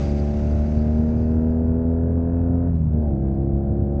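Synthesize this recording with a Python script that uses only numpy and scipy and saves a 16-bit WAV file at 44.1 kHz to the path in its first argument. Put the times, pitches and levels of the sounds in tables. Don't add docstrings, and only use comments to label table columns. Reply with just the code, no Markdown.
import sys
import numpy as np
from scipy import signal
from scipy.fft import rfft, irfft
from scipy.io import wavfile

SR = 44100
rng = np.random.default_rng(int(sys.argv[2]) if len(sys.argv) > 2 else 0)


def unload_audio(sound):
    columns = np.transpose(np.atleast_2d(sound))
    steps = np.round(np.clip(columns, -1, 1) * 32767)
    wavfile.write(sys.argv[1], SR, steps.astype(np.int16))


N = 176400
T = np.arange(N) / SR

# time in seconds, firings per second.
FIRING_RATE = [(0, 71.3), (.47, 73.9), (1.05, 77.3), (1.96, 82.7), (2.42, 85.1), (2.69, 86), (2.77, 81.2),
               (2.9, 76.3), (3, 77.3), (3.05, 75.2), (3.15, 66.4), (3.23, 67.2), (3.29, 67.1), (3.51, 68.4),
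               (3.84, 70), (4, 70.4)]
# time in seconds, throttle opening from 0 to 1.
THROTTLE_OPENING = [(0, 0.97), (2.67, 0.77), (2.73, .21), (2.87, 0), (2.94, 0.66), (3.06, 0.94)]
# multiple of the firing rate, base level in dB at low, middle and high revs.
EXHAUST_ORDERS = [(1, -25.5, -22.5, -23), (1.5, -40.5, -41, -34), (2, -29, -33.5, -31.5),
                  (2.5, -64, -49.5, -38), (3, -28, -29.5, -22), (3.5, -51.5, -43.5, -49),
                  (4, -37, -39, -40), (4.5, -40.5, -46, -40.5), (5, -31.5, -37, -37),
                  (5.5, -48.5, -62, -57.5), (6, -54, -47.5, -37.5), (6.5, -47.5, -63, -51.5),
                  (7, -51.5, -44.5, -44), (7.5, -62, -48.5, -61), (8, -44, -38, -42),
                  (8.5, -60.5, -53.5, -49.5), (9, -46.5, -41, -62), (9.5, -53.5, -51.5, -61),
                  (10, -46, -57, -58.5), (10.5, -58, -54, -54.5), (11, -48.5, -54, -54),
                  (11.5, -61, -64, -71.5), (12, -62.5, -58, -57), (13, -66, -75.5, -75)]
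# centre in Hz, width in Hz, gain in dB.
PIPE_RESONANCES = [(233.3, 8.3, 6.5), (410.6, 10, 6), (463, 5.1, 4), (479.7, 18, 5.5), (570, 17, 3),
                   (372, 3.5, -2.5), (791, 15, 5.5), (880, 25, -1.5)]
# frequency in Hz, gain in dB.
COASTING_EQ = [(80, -0.5), (160, 8), (240, -16), (320, -12.5), (400, -16), (900, -21.5)]
# frequency in Hz, base level of a partial in dB.
CLATTER_COLOUR = [(900, -64.5), (1020, -71), (1130, -75), (1300, -69), (1430, -68), (1540, -70.5),
                  (1690, -73), (1820, -78.5), (1950, -86), (2300, -94.5), (2600, -90), (3000, -98)]
# time in seconds, body gain in dB, treble gain in dB.
CLATTER_FADERS = [(0, -2.5, 14), (0.599, 0.5, 14), (1.349, 0.5, 6), (1.901, -0.5, 1.5), (2.7, 1.5, 2),
                  (3.2, -10, -2.5), (4, -9, -8.5)]
# angle in radians, width in radians, weight in dB.
CYCLE_KNOCKS = [(1.0, 0.48, -2.5), (7, 1.8, -7.5)]
# multiple of the firing rate, lift above the clatter in dB.
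GEAR_WHINE = [(14, 3.5), (19, -0.5), (20.5, 2.5), (24, 4.5), (30, 9.5), (32, 1), (33, 5.5)]
# frequency in Hz, relative level in dB.
RASP_COLOUR = [(150, -2), (300, -1), (450, 4), (680, -1), (900, -14), (1150, -23.5), (1550, -29.5),
               (2000, -35), (2700, -46), (3400, -61.5)]
# frequency in Hz, relative level in dB.
WIND_COLOUR = [(30, -18), (60, 4), (90, 14.5), (125, 11.5), (180, 8.5), (260, 2.5), (450, -13.5),
               (900, -74)]
# time in seconds, level in dB.
WIND_FADER = [(0, -32), (.6, -30), (1.2, -31), (2, -31), (2.8, -29), (3.3, -29), (4, -28)]
# time in seconds, gain in dB.
WIND_BUFFETS = [(.04, 7), (3.45, -0.5), (3.688, 3), (3.82, 5.5)]
# frequency in Hz, relative level in dB.
RUMBLE_COLOUR = [(12, -18.5), (25, -6.5), (40, 1), (55, 5.5), (80, -3), (200, -40.5), (600, -82.5)]
# frequency in Hz, relative level in dB.
TYRE_COLOUR = [(200, -4), (600, -1), (1000, -5.5), (1600, -24), (2500, -27.5), (3400, -36), (5000, -40),
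               (6200, -49), (7500, -76)]
# frequency in Hz, relative level in dB.
HISS_COLOUR = [(700, 2), (1300, 2), (2200, -1.5), (2800, -4), (3300, -8), (4000, -6.5), (4650, -13),
               (5200, -7.5), (6300, -6.5), (7400, -17), (8400, -13.5)]
# time in seconds, level in dB.
HISS_FADER = [(0, -44), (.2, -50.5), (.45, -51.5), (.75, -55), (1.2, -60), (1.5, -67), (1.75, -79),
              (2.2, -99.5)]
# frequency in Hz, relative level in dB.
WHISTLE_COLOUR = [(3900, -26), (4400, -4.5), (4650, -3.5), (4850, 0), (5400, -28)]
# time in seconds, level in dB.
WHISTLE_FADER = [(0, -60.5), (.4, -65.5), (1, -72), (1.2, -71), (1.3, -75), (1.7, -89.5), (2.2, -97.5)]
# start in seconds, level before filtering in dB, centre in Hz, decay in seconds.
DRY_TICKS = [(1.902, -54, 5000, .0005), (1.951, -57, 4500, .0005), (2.754, -56.5, 3300, 0.0034),
             (2.761, -59, 3900, .002), (2.818, -63, 7200, .003), (2.843, -57.5, 7200, 0.00062),
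             (2.86, -65, 6000, .0005), (2.932, -54, 2900, .004), (3, -58, 3500, 0.00064),
             (3.021, -57.5, 4500, 0.00037), (3.04, -52, 3800, 0.0008), (3.19, -58, 4000, 0.00064),
             (3.35, -54.5, 3900, 0.00067), (3.43, -56, 4500, 0.00028), (3.49, -60, 4000, .0005)]
# peak time in seconds, width in seconds, pitch in Hz, glide in Hz per second, level in dB.
THROTTLE_HOOTS = [(2.745, 0.012, 392, -1400, -41), (2.795, .016, 552, 2, -39)]

REVS_HZ = (68.44, 75.07, 82.9)


def from_db(db):
    return 10 ** (np.asarray(db) / 20)


def rms_one(x):
    return x / np.sqrt(np.mean(x ** 2) + 1e-20)


def in_time(rows):
    return np.interp(T, *np.transpose(rows))


def at_hz(colour, hz):
    points_hz, db = np.transpose(colour)
    return np.interp(np.log(hz), np.log(points_hz), db)


def drift(rate_hz):
    step, settle = 40, 2000
    pole = np.exp(-2 * np.pi * rate_hz * step / SR)
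    white = rng.standard_normal(N // step + settle + 2)
    slow = signal.lfilter([1], [1, -2 * pole, pole * pole], white)[settle:]
    return np.interp(np.arange(N) / step, np.arange(len(slow)), rms_one(slow))


def noise(colour):
    hz = np.maximum(np.arange(N // 2 + 1) * SR / N, 1)
    return rms_one(irfft(rfft(rng.standard_normal(N)) * from_db(at_hz(colour, hz)), N))


def swell(peak_s, width_s):
    return np.exp(-.5 * ((T - peak_s) / width_s) ** 2)


def band(x, edges_hz):
    return signal.sosfilt(signal.butter(2, edges_hz, "band", fs=SR, output="sos"), x + 1e-18)


def exhaust(firing_hz, angle, shut):
    echo_s, echo_share = .0052, .69
    smear_rad, smear_above_order = .33, 4
    lean_rad = .4
    out = 0
    for order, *levels_db in EXHAUST_ORDERS:
        hz, half = order * firing_hz, order % 1
        pipe_db = sum(db * np.exp(-.5 * ((hz - at) / width) ** 2) for at, width, db in PIPE_RESONANCES)
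        coasting_db = shut * at_hz(COASTING_EQ, hz)
        flutter_db = (3 if half else 1) * drift(5.9)
        db = np.interp(firing_hz, REVS_HZ, levels_db) + pipe_db + coasting_db + flutter_db
        above = max(order - smear_above_order, 0)
        echo_rad = np.angle(1 + echo_share * np.exp(-2j * np.pi * hz * echo_s)) if above else 0
        lag = smear_rad * above ** 2 - echo_rad + np.pi * half
        out -= from_db(db) * np.sqrt(2) * np.sin(order * angle + lean_rad - lag)
    return out


def clatter(firing_hz, angle, shut):
    shut_db, waver_db = -11, 3.5
    crossover_hz = (1780, 1970)
    whine_from_order = 23
    cycle = np.linspace(0, 4 * np.pi, 512, endpoint=False)
    knocks = sum(from_db(db) * np.exp(-.5 * ((cycle - at) / width) ** 2) for at, width, db in CYCLE_KNOCKS)
    knock_phases = np.angle(rfft(knocks * rng.standard_normal(len(cycle))))
    times, *faders = np.transpose(CLATTER_FADERS)
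    body_db, treble_db = (np.interp(T, times, fader) for fader in faders)
    out = 0
    for harmonic in range(25, 76):
        order = harmonic / 2
        hz = order * firing_hz
        fader_db = body_db + (treble_db - body_db) * np.interp(hz, crossover_hz, [0, 1])
        gear_db = sum(lift for gear_order, lift in GEAR_WHINE if gear_order == order)
        db = at_hz(CLATTER_COLOUR, hz) + fader_db + gear_db + waver_db * drift(4.8)
        phase = knock_phases[harmonic] if order < whine_from_order else rng.uniform(0, 2 * np.pi)
        out += from_db(db) * np.sqrt(2) * np.cos(order * angle + phase)
    return out * from_db(shut_db * shut)


def rasp(firing_hz, angle, shut):
    base_db, shut_db, lugging_db, pulsing = -38, -4, -4.5, .29
    revs = np.interp(firing_hz, REVS_HZ, [0, .5, 1])
    puffs = rms_one(np.exp(pulsing * (.5 * np.cos(angle - .6) + np.cos(2 * (angle - .6)))))
    return noise(RASP_COLOUR) * puffs * from_db(base_db + shut_db * shut + lugging_db * (1.5 - revs))


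def engine():
    firing_hz = in_time(FIRING_RATE)
    shut = 1 - in_time(THROTTLE_OPENING)
    jitter_s = (.000014 + .00015 * shut) * drift(30)
    angle = 2 * np.pi * (np.cumsum(firing_hz) / SR + firing_hz * jitter_s)
    return sum(layer(firing_hz, angle, shut) for layer in (exhaust, clatter, rasp))


def wind():
    gust_db = 2 * drift(17)
    buffet_db = sum(db * swell(peak_s, width_s=.027) for peak_s, db in WIND_BUFFETS)
    buffeting = noise(WIND_COLOUR) * from_db(in_time(WIND_FADER) + gust_db + buffet_db)
    return buffeting + noise(RUMBLE_COLOUR) * from_db(-34)


def tyres():
    return noise(TYRE_COLOUR) * from_db(-52)


def hiss():
    whistle = noise(WHISTLE_COLOUR) * from_db(in_time(WHISTLE_FADER) + 3.5 * drift(17))
    return whistle + noise(HISS_COLOUR) * from_db(in_time(HISS_FADER) + drift(44))


def ticks():
    grit_per_s, grit_db, grit_hz = 40, -63, (2500, 6000)
    white = rng.standard_normal(N)
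    grains = rng.random(N) < grit_per_s / SR
    out = band(from_db(grit_db) * grains * white, grit_hz)
    for start_s, db, hz, decay_s in DRY_TICKS:
        envelope = (T >= start_s) * np.exp(-np.abs(T - start_s) / decay_s)
        out += band(from_db(db) * envelope * white, (hz / np.sqrt(2), hz * np.sqrt(2)))
    return out


def hoots():
    out = 0
    for peak_s, width_s, hz, glide, db in THROTTLE_HOOTS:
        t = T - peak_s
        out += from_db(db) * swell(peak_s, width_s) * np.sin(2 * np.pi * (hz + glide * t / 2) * t)
    return out


def scene():
    return (engine() + wind() + tyres() + hiss() + ticks() + hoots())[None]


def record(dry):
    stop_db, stop_hz = 70, 9600
    return signal.sosfilt(signal.cheby2(12, stop_db, stop_hz, fs=SR, output="sos"), dry)


dry = scene()
out = record(dry)
unload_audio(out)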